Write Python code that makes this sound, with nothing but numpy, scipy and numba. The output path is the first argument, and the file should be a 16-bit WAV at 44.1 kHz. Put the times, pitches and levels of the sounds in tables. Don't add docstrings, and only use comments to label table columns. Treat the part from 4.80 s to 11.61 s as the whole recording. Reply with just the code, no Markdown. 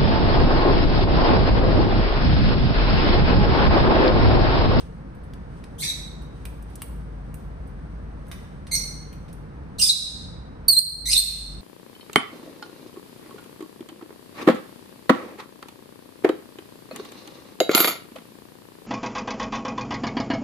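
import sys
import numpy as np
from scipy import signal
from scipy.fft import rfft, irfft
from scipy.io import wavfile
from scipy.ndimage import uniform_filter1d
from numba import njit

SR = 44100
rng = np.random.default_rng(int(sys.argv[2]) if len(sys.argv) > 2 else 0)


def int16_out(signal):
    q = np.round(np.clip(np.atleast_2d(signal).T, -1, 1) * 32767)
    wavfile.write(sys.argv[1], SR, q.astype(np.int16))


N = 300321
HZ = np.fft.rfftfreq(N, 1 / SR)
TIME = np.arange(N) / SR
TOP_HZ = 14550


def undb(db):
    return 10 ** (np.asarray(db) / 20)


def unit(x):
    return x / np.sqrt(np.mean(x ** 2))


def at(table, hz, count=1):
    rows = np.transpose(table)
    return np.interp(np.log(np.maximum(hz, 1)), np.log(rows[0]), rows[count])


def shaped(x, gain):
    return irfft(rfft(x) * gain, N)


def left_right(db):
    return np.array([[db / 2], [-db / 2]])


def walk(rate, size=N):
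    hold = max(int(SR / rate), 1)
    steps = np.repeat(rng.standard_normal(size // hold + 1), hold)
    smooth = uniform_filter1d(uniform_filter1d(steps, hold), hold)
    return unit(smooth[:size])


# (loudest_s, level_db, fade_db_per_s)
HISS_BOUTS = [(0, -55, 130), (.78, -66, 25), (1.6, -67, 27), (2.0, -64.5, 70.5), (2.45, -76.5, 3.5),
              (3.65, -64.5, 95), (4.3, -69.5, 51.5)]
# (hz, level_db relative)
HISS_COLOUR = [(1500, -19.5), (3000, -1), (5000, -7), (8500, -7), (10500, -14), (13000, -11.5),
               (14500, -24.5)]
HISS_RISE_DB_PER_S, HISS_BED_DB = 92.5, -80


def ringing_and_rustle():
    colour = undb(at(HISS_COLOUR, HZ))
    hiss = np.array([unit(shaped(rng.standard_normal(N), colour)) for _ in range(2)])
    level = undb(HISS_BED_DB)
    for loudest_s, level_db, fade in HISS_BOUTS:
        since = TIME - loudest_s
        level = level + undb(level_db + np.minimum(HISS_RISE_DB_PER_S * since, -fade * since))
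    flicker_db = 1.5 * walk(40)
    return hiss * level * undb(flicker_db)


# (hz, level_db relative)
HOUSE_COLOUR = [(12, -92), (20, -2.5), (29, -26), (43, -10), (64, -3), (107, -11), (150, -4.5), (208, -12),
                (414, -22), (463, -18), (517, -22), (1640, -32), (3270, -49), (4080, -49.5), (14500, -68.5)]
# (hz, likeness 0-1, left_lead_rad)
PORT_LIKENESS = [(60, 0.78, 0), (130, 0.97, -0.77), (295, 1, -1.07), (680, 1, -2), (1386, 0.13, -1.2),
                 (2960, 0.041, -5.5), (14400, .1, -6)]
# (time_s, level_db)
HUM_LEVEL = [(0.0, -42), (1.1, -49.5), (1.25, -38), (1.57, -42), (1.68, -35.5), (2.01, -43), (2.14, -35.5),
             (2.9, -39.5), (3.11, -36.5), (3.62, -42), (3.71, -60), (3.92, -39), (4.45, -45.5), (4.58, -37),
             (4.72, -64), (5.03, -43), (5.61, -56), (5.86, -40), (5.96, -65), (6.28, -32), (6.81, -38)]
HOUSE_DB = -39
HUM_HZ, HUM_WIDTH_HZ = 52.3, 2.5


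def house():
    alike = np.clip(at(PORT_LIKENESS, HZ), 0, 1)
    lead = np.exp(1j * at(PORT_LIKENESS, HZ, count=2))
    right, other = (rfft(rng.standard_normal(N)) * undb(at(HOUSE_COLOUR, HZ)) for _ in range(2))
    left = right * alike * lead + other * np.sqrt(1 - alike ** 2)
    rumble = irfft(np.array([left, right]), N)
    hum_hz = HUM_HZ + HUM_WIDTH_HZ * walk(25)
    hum = np.sqrt(2) * np.sin(2 * np.pi * np.cumsum(hum_hz) / SR)
    hum_db = np.interp(TIME, *np.transpose(HUM_LEVEL)) + 0.5 * walk(24)
    hum = hum * undb(hum_db + left_right(1.2))
    return unit(rumble) * undb(HOUSE_DB + .5 * walk(2.305)) + hum


# (start_s, level_db, low_db share of the lower band, pan_db left minus right, room_db sent to the room)
CLAWS_AND_DROPS = [(0.349, -47.5, -8, -2, 1), (0.4349, -51.5, -6, -5, 7), (0.536, -41, 2, 1, -6),
                   (0.8398, -45, 9, 3, -6), (1.4184, -48, -3.5, 1.5, 8), (1.6538, -24, -5.5, -5, -2.5),
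                   (1.8255, -35, -16, 0, -8), (1.8994, -47, -5, -1.0, 5), (1.9562, -23.5, -43, 3, -10),
                   (2.0196, -16.5, -9, 4, -4.5), (2.5427, -27.5, -14, -5, -3.5), (2.87, -49.5, -9, 0, 7),
                   (3.468, -45, -7, -1, -4.5), (3.483, -37, -14, 1, -2.5), (3.515, -26.5, -2.5, -1, 2.5),
                   (3.8694, -45.5, 8.5, 4, 2), (4.3283, -35.5, -7.5, 1, 0), (4.4831, -54, 5.5, 2, 6),
                   (4.5294, -33.5, -38.5, -1.5, -4.5), (5.8825, -24, -7.5, -2, -3)]
SPRAY_DB = -7


def ticks(echo_s=.0023, echo_db=-4, spray_s=0.004):
    t = np.arange(2000) / SR
    snap = np.zeros(len(t))
    snap[0] = 1
    snap[int(echo_s * SR)] = -undb(echo_db)
    low = signal.butter(1, [900, 6000], "band", fs=SR)
    high = signal.butter(2, 7500, "high", fs=SR)
    out = np.zeros((3, N))
    for start_s, level_db, low_db, pan_db, room_db in CLAWS_AND_DROPS:
        spray = undb(SPRAY_DB) * rng.standard_normal(len(t)) * np.exp(-t / spray_s)
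        blow = 3 * snap + spray
        burst = signal.lfilter(*high, blow) + 2 * undb(low_db) * signal.lfilter(*low, blow)
        sends_db = np.array([[pan_db / 2], [-pan_db / 2], [room_db]])
        start = int(start_s * SR)
        out[:, start:start + len(t)] += burst * undb(level_db + sends_db)
    return out[:2], out[2]


SLUR_S = .002


def phrase(notes, end_s):
    start_s, first_hz, last_hz, first_db, last_db, *held = np.transpose(notes)
    span = slice(int(start_s[0] * SR), int(end_s * SR))
    place = np.interp(TIME[span], np.append(start_s, end_s), np.arange(len(start_s) + 1))
    note = np.minimum(place.astype(int), len(start_s) - 1)
    ease = np.sin(np.pi / 2 * (place - note)) ** 2
    pitch_hz = first_hz[note] + (last_hz - first_hz)[note] * ease
    level_db = first_db[note] + (last_db - first_db)[note] * ease
    others = np.array([level_db] + [column[note] for column in held])
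    return span, [pitch_hz, *uniform_filter1d(others, int(SLUR_S * SR), mode="nearest")]


# (hz, level_db relative)
THROAT_COLOUR = [(1500, -16), (2200, -22.5), (3000, 7), (4200, -6.5), (6000, -4), (8500, -15), (11000, -11),
                 (13500, -16)]
# (hz, level_db relative)
RASP_COLOUR = [(1500, -26.5), (2600, -34.5), (3600, 3), (5000, 2.5), (6500, 9), (9000, 7.5), (11000, -7),
               (14000, -36)]
RELEASE_S = .005


def call(notes, end_s, attack_s, lowest_db, rasp_db, throb_db=4, flutter_hz=260, flutter_db=5, sway=0.11):
    span, (hz, level_db, odd_db, tilt_db, rough) = phrase(notes, end_s)
    size = len(hz)
    rise = (TIME[span] - notes[0][0]) / attack_s
    fall = (end_s - TIME[span]) / RELEASE_S
    breath = np.minimum(1, np.minimum(rise, fall))
    rough = np.clip(rough, 0, 1)
    flutter = np.sin(2 * np.pi * np.cumsum(flutter_hz * (1 + .2 * walk(60, size=size))) / SR)
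    hz = hz * (1 + rough * (.055 * walk(700, size=size) + sway * flutter))
    phase = 2 * np.pi * np.cumsum(hz) / SR
    k = np.arange(1, 10)[:, None]
    overtone_db = at(THROAT_COLOUR, k * hz) + odd_db * (k % 2) + lowest_db * (k == 1) + tilt_db * np.log2(k / 2)
    overtone = undb(overtone_db) * (k * hz < TOP_HZ)
    voice = (overtone * np.sin(k * phase)).sum(axis=0)
    voice = voice / np.sqrt((overtone ** 2).sum(axis=0) / 2)
    colour = undb(at(RASP_COLOUR, np.fft.rfftfreq(size, 1 / SR)))
    rasp = unit(irfft(rfft(rng.standard_normal(size)) * colour, size))
    pulse_db = throb_db * rough * walk(400, size=size) + flutter_db * np.sqrt(rough) * flutter
    out = np.zeros(N)
    out[span] = (voice + undb(rasp_db) * rough * rasp) * undb(level_db + pulse_db) * breath ** 2
    return out


# (start_s, first_pitch_hz, last_pitch_hz, first_level_db, last_level_db,
# odd_overtones_db, tilt_db_per_octave, roughness 0-1)
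CALL_NOTES = [
    [(.979, 1600, 1773, -43, -32, -22, 9.5, .6), (1.007, 2033, 2058, -27.5, -38, -18, 7, 0.16),
     (1.02, 2213, 2167, -29, -32, 4, -7, 0.42), (1.033, 1815, 1860, -25, -30, 2.5, -2.5, 0.54),
     (1.043, 2332, 2363, -34, -24, 7, 3, 0.41), (1.052, 1990, 1950, -31, -33, -1, -1.5, 0.24),
     (1.085, 1930, 1885, -25, -24.5, -26, 3, 0.15)],
    [(3.91, 2094, 2136, -18, -27, 0, 0.5, 0.36), (3.923, 2073, 2172, -21.5, -18, -6, 0.5, 0.19),
     (3.95, 2920, 2870, -15.5, -47, -55, 1.5, 0.14)],
    [(4.982, 2050, 2076, -19.5, -29, -10, 1, 0.52), (4.992, 2857, 2780, -20.5, -17, 7, 3, 0.39),
     (5.016, 2480, 2470, -12.5, -9.5, -6, -1, .45), (5.04, 1785, 1777, -18, -12.5, -7, 9.5, 0.42),
     (5.066, 2480, 2440, -12, -15.5, -6, -3.5, 0.51), (5.09, 1965, 1906, -1, -13.5, -37, -3, 0.33)],
    [(5.881, 2230, 2250, -5, -5, -24, 10, 0.09), (5.888, 2254, 2029, -11, -13, -47, 0.5, 0),
     (5.955, 2050, 2125, -11.5, -4.5, -41, -4, 0), (5.988, 2192, 2416, -11, -16, -36, 6, 0)],
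    [(6.252, 1917, 2128, -27, -26.5, -6, 1.5, 0.3), (6.298, 2435, 2420, -25.5, -27, -15.5, 1, 0.33),
     (6.314, 2473, 2536, -23.5, -24, -14.5, 4, 0.74), (6.331, 2136, 2154, -13, -29, -35, 0, .3),
     (6.343, 1883, 1804, -25, -14.5, -35, 3, .25), (6.365, 2040, 2178, -13, -17.5, -31, 1, 0.13)],
]
# (end_s, attack_s, direct_db, room_db, pan_db left minus right, lowest_overtone_db, rasp_db)
CALL_PLACES = [(1.108, 0.0033, -11, 1, 16, 0.5, -1), (3.97, 0.0044, -10, -0.5, -0.5, 8, -6),
               (5.114, 0.0042, -11, -4, 2, -18, 1.5), (5.999, .002, -2.5, -1, -2, -5, 1),
               (6.403, 0.0049, 1, 5.5, 3, 10, 1)]
WALL_S, WALL_DB = .00427, -2.5
WALL_HZ = 5900


def parrots():
    near, far = np.zeros((2, N)), np.zeros(N)
    echo = undb(WALL_DB) * np.exp(-2j * np.pi * HZ * WALL_S) / (1 + (HZ / WALL_HZ) ** 6)
    for notes, place in zip(CALL_NOTES, CALL_PLACES):
        end_s, attack_s, direct_db, room_db, pan_db, lowest_db, rasp_db = place
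        voice = call(notes, end_s, attack_s, lowest_db, rasp_db)
        far += voice * undb(room_db)
        near += shaped(voice, 1 + echo) * undb(direct_db + left_right(pan_db))
    return near, far


# (hz, t60_s)
ROOM_RING = [(1500, 0.89), (4000, 0.71), (9000, 0.57), (14000, 0.39)]


def room(x, onset_s=0.0027, early_db=7, early_s=0.011):
    t = np.arange(SR) / SR
    f = np.fft.rfftfreq(SR, 1 / SR)
    noise, tail = rfft(rng.standard_normal((2, SR))), 0
    for hz in 707 * 2 ** np.arange(0, 5, .5):
        band = np.clip(1 - 2 * abs(np.log2(f / hz + 1e-9)), 0, 1)
        tail = tail + irfft(noise * band, SR) * undb(-60 * t / at(ROOM_RING, hz))
    early = 1 + undb(early_db) * np.exp(-t / early_s)
    tail = tail * early * np.clip(t / onset_s - .5, 0, 1)
    tail = tail / np.sqrt(np.mean(np.sum(tail ** 2, axis=1)))
    return signal.fftconvolve(x[None], tail, axes=1)[:, :N]


EDGE_HZ = 6800
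LEFT_LAG = 15


def phone_edge(near):
    bass = shaped(near[0], 1 / (1 + (HZ / EDGE_HZ) ** 12))
    treble = near[0] - bass
    return np.array([bass - np.roll(treble, LEFT_LAG), near[1]])


def scene():
    tick_near, tick_far = ticks()
    call_near, call_far = parrots()
    direct = phone_edge(tick_near + call_near)
    echoes = room(tick_far + call_far) * undb(left_right(-1.4))
    return direct + echoes + ringing_and_rustle() + house()


@njit
def follow(x, attack, release):
    e, out = 0., np.empty(len(x))
    for i in range(len(x)):
        e += (x[i] - e) * (attack if x[i] > e else release)
        out[i] = e
    return out


# (centre_hz, width_hz, left_db, right_db)
MICROPHONE_DIPS = [(7347, 360, -12, -17), (8420, 930, 0, 8), (11840, 317, -16, -27),
                   (13730, 110, -36, -30.5)]


def record(dry, top_db=-15, ratio=4, lag_s=0.018, release_s=0.19):
    response_db = 0
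    for hz, width, left_db, right_db in MICROPHONE_DIPS:
        response_db = response_db + np.array([[left_db], [right_db]]) / (1 + ((HZ - hz) / width) ** 2)
    x = shaped(dry, undb(response_db))
    loud = follow(np.abs(x).max(axis=0), 1 / (0.0051 * SR), 1 / (release_s * SR))
    gain = np.minimum(1, undb(top_db) / (loud + 1e-9)) ** (1 - 1 / max(ratio, 1))
    step = 1 / (lag_s * SR)
    gain = signal.lfilter([step], [1, step - 1], gain - 1) + 1
    steep_top = signal.ellip(10, .2, 70, TOP_HZ, fs=SR, output="sos")
    return signal.sosfilt(steep_top, np.tanh(x * gain))


dry = scene()
out = record(dry)
int16_out(out)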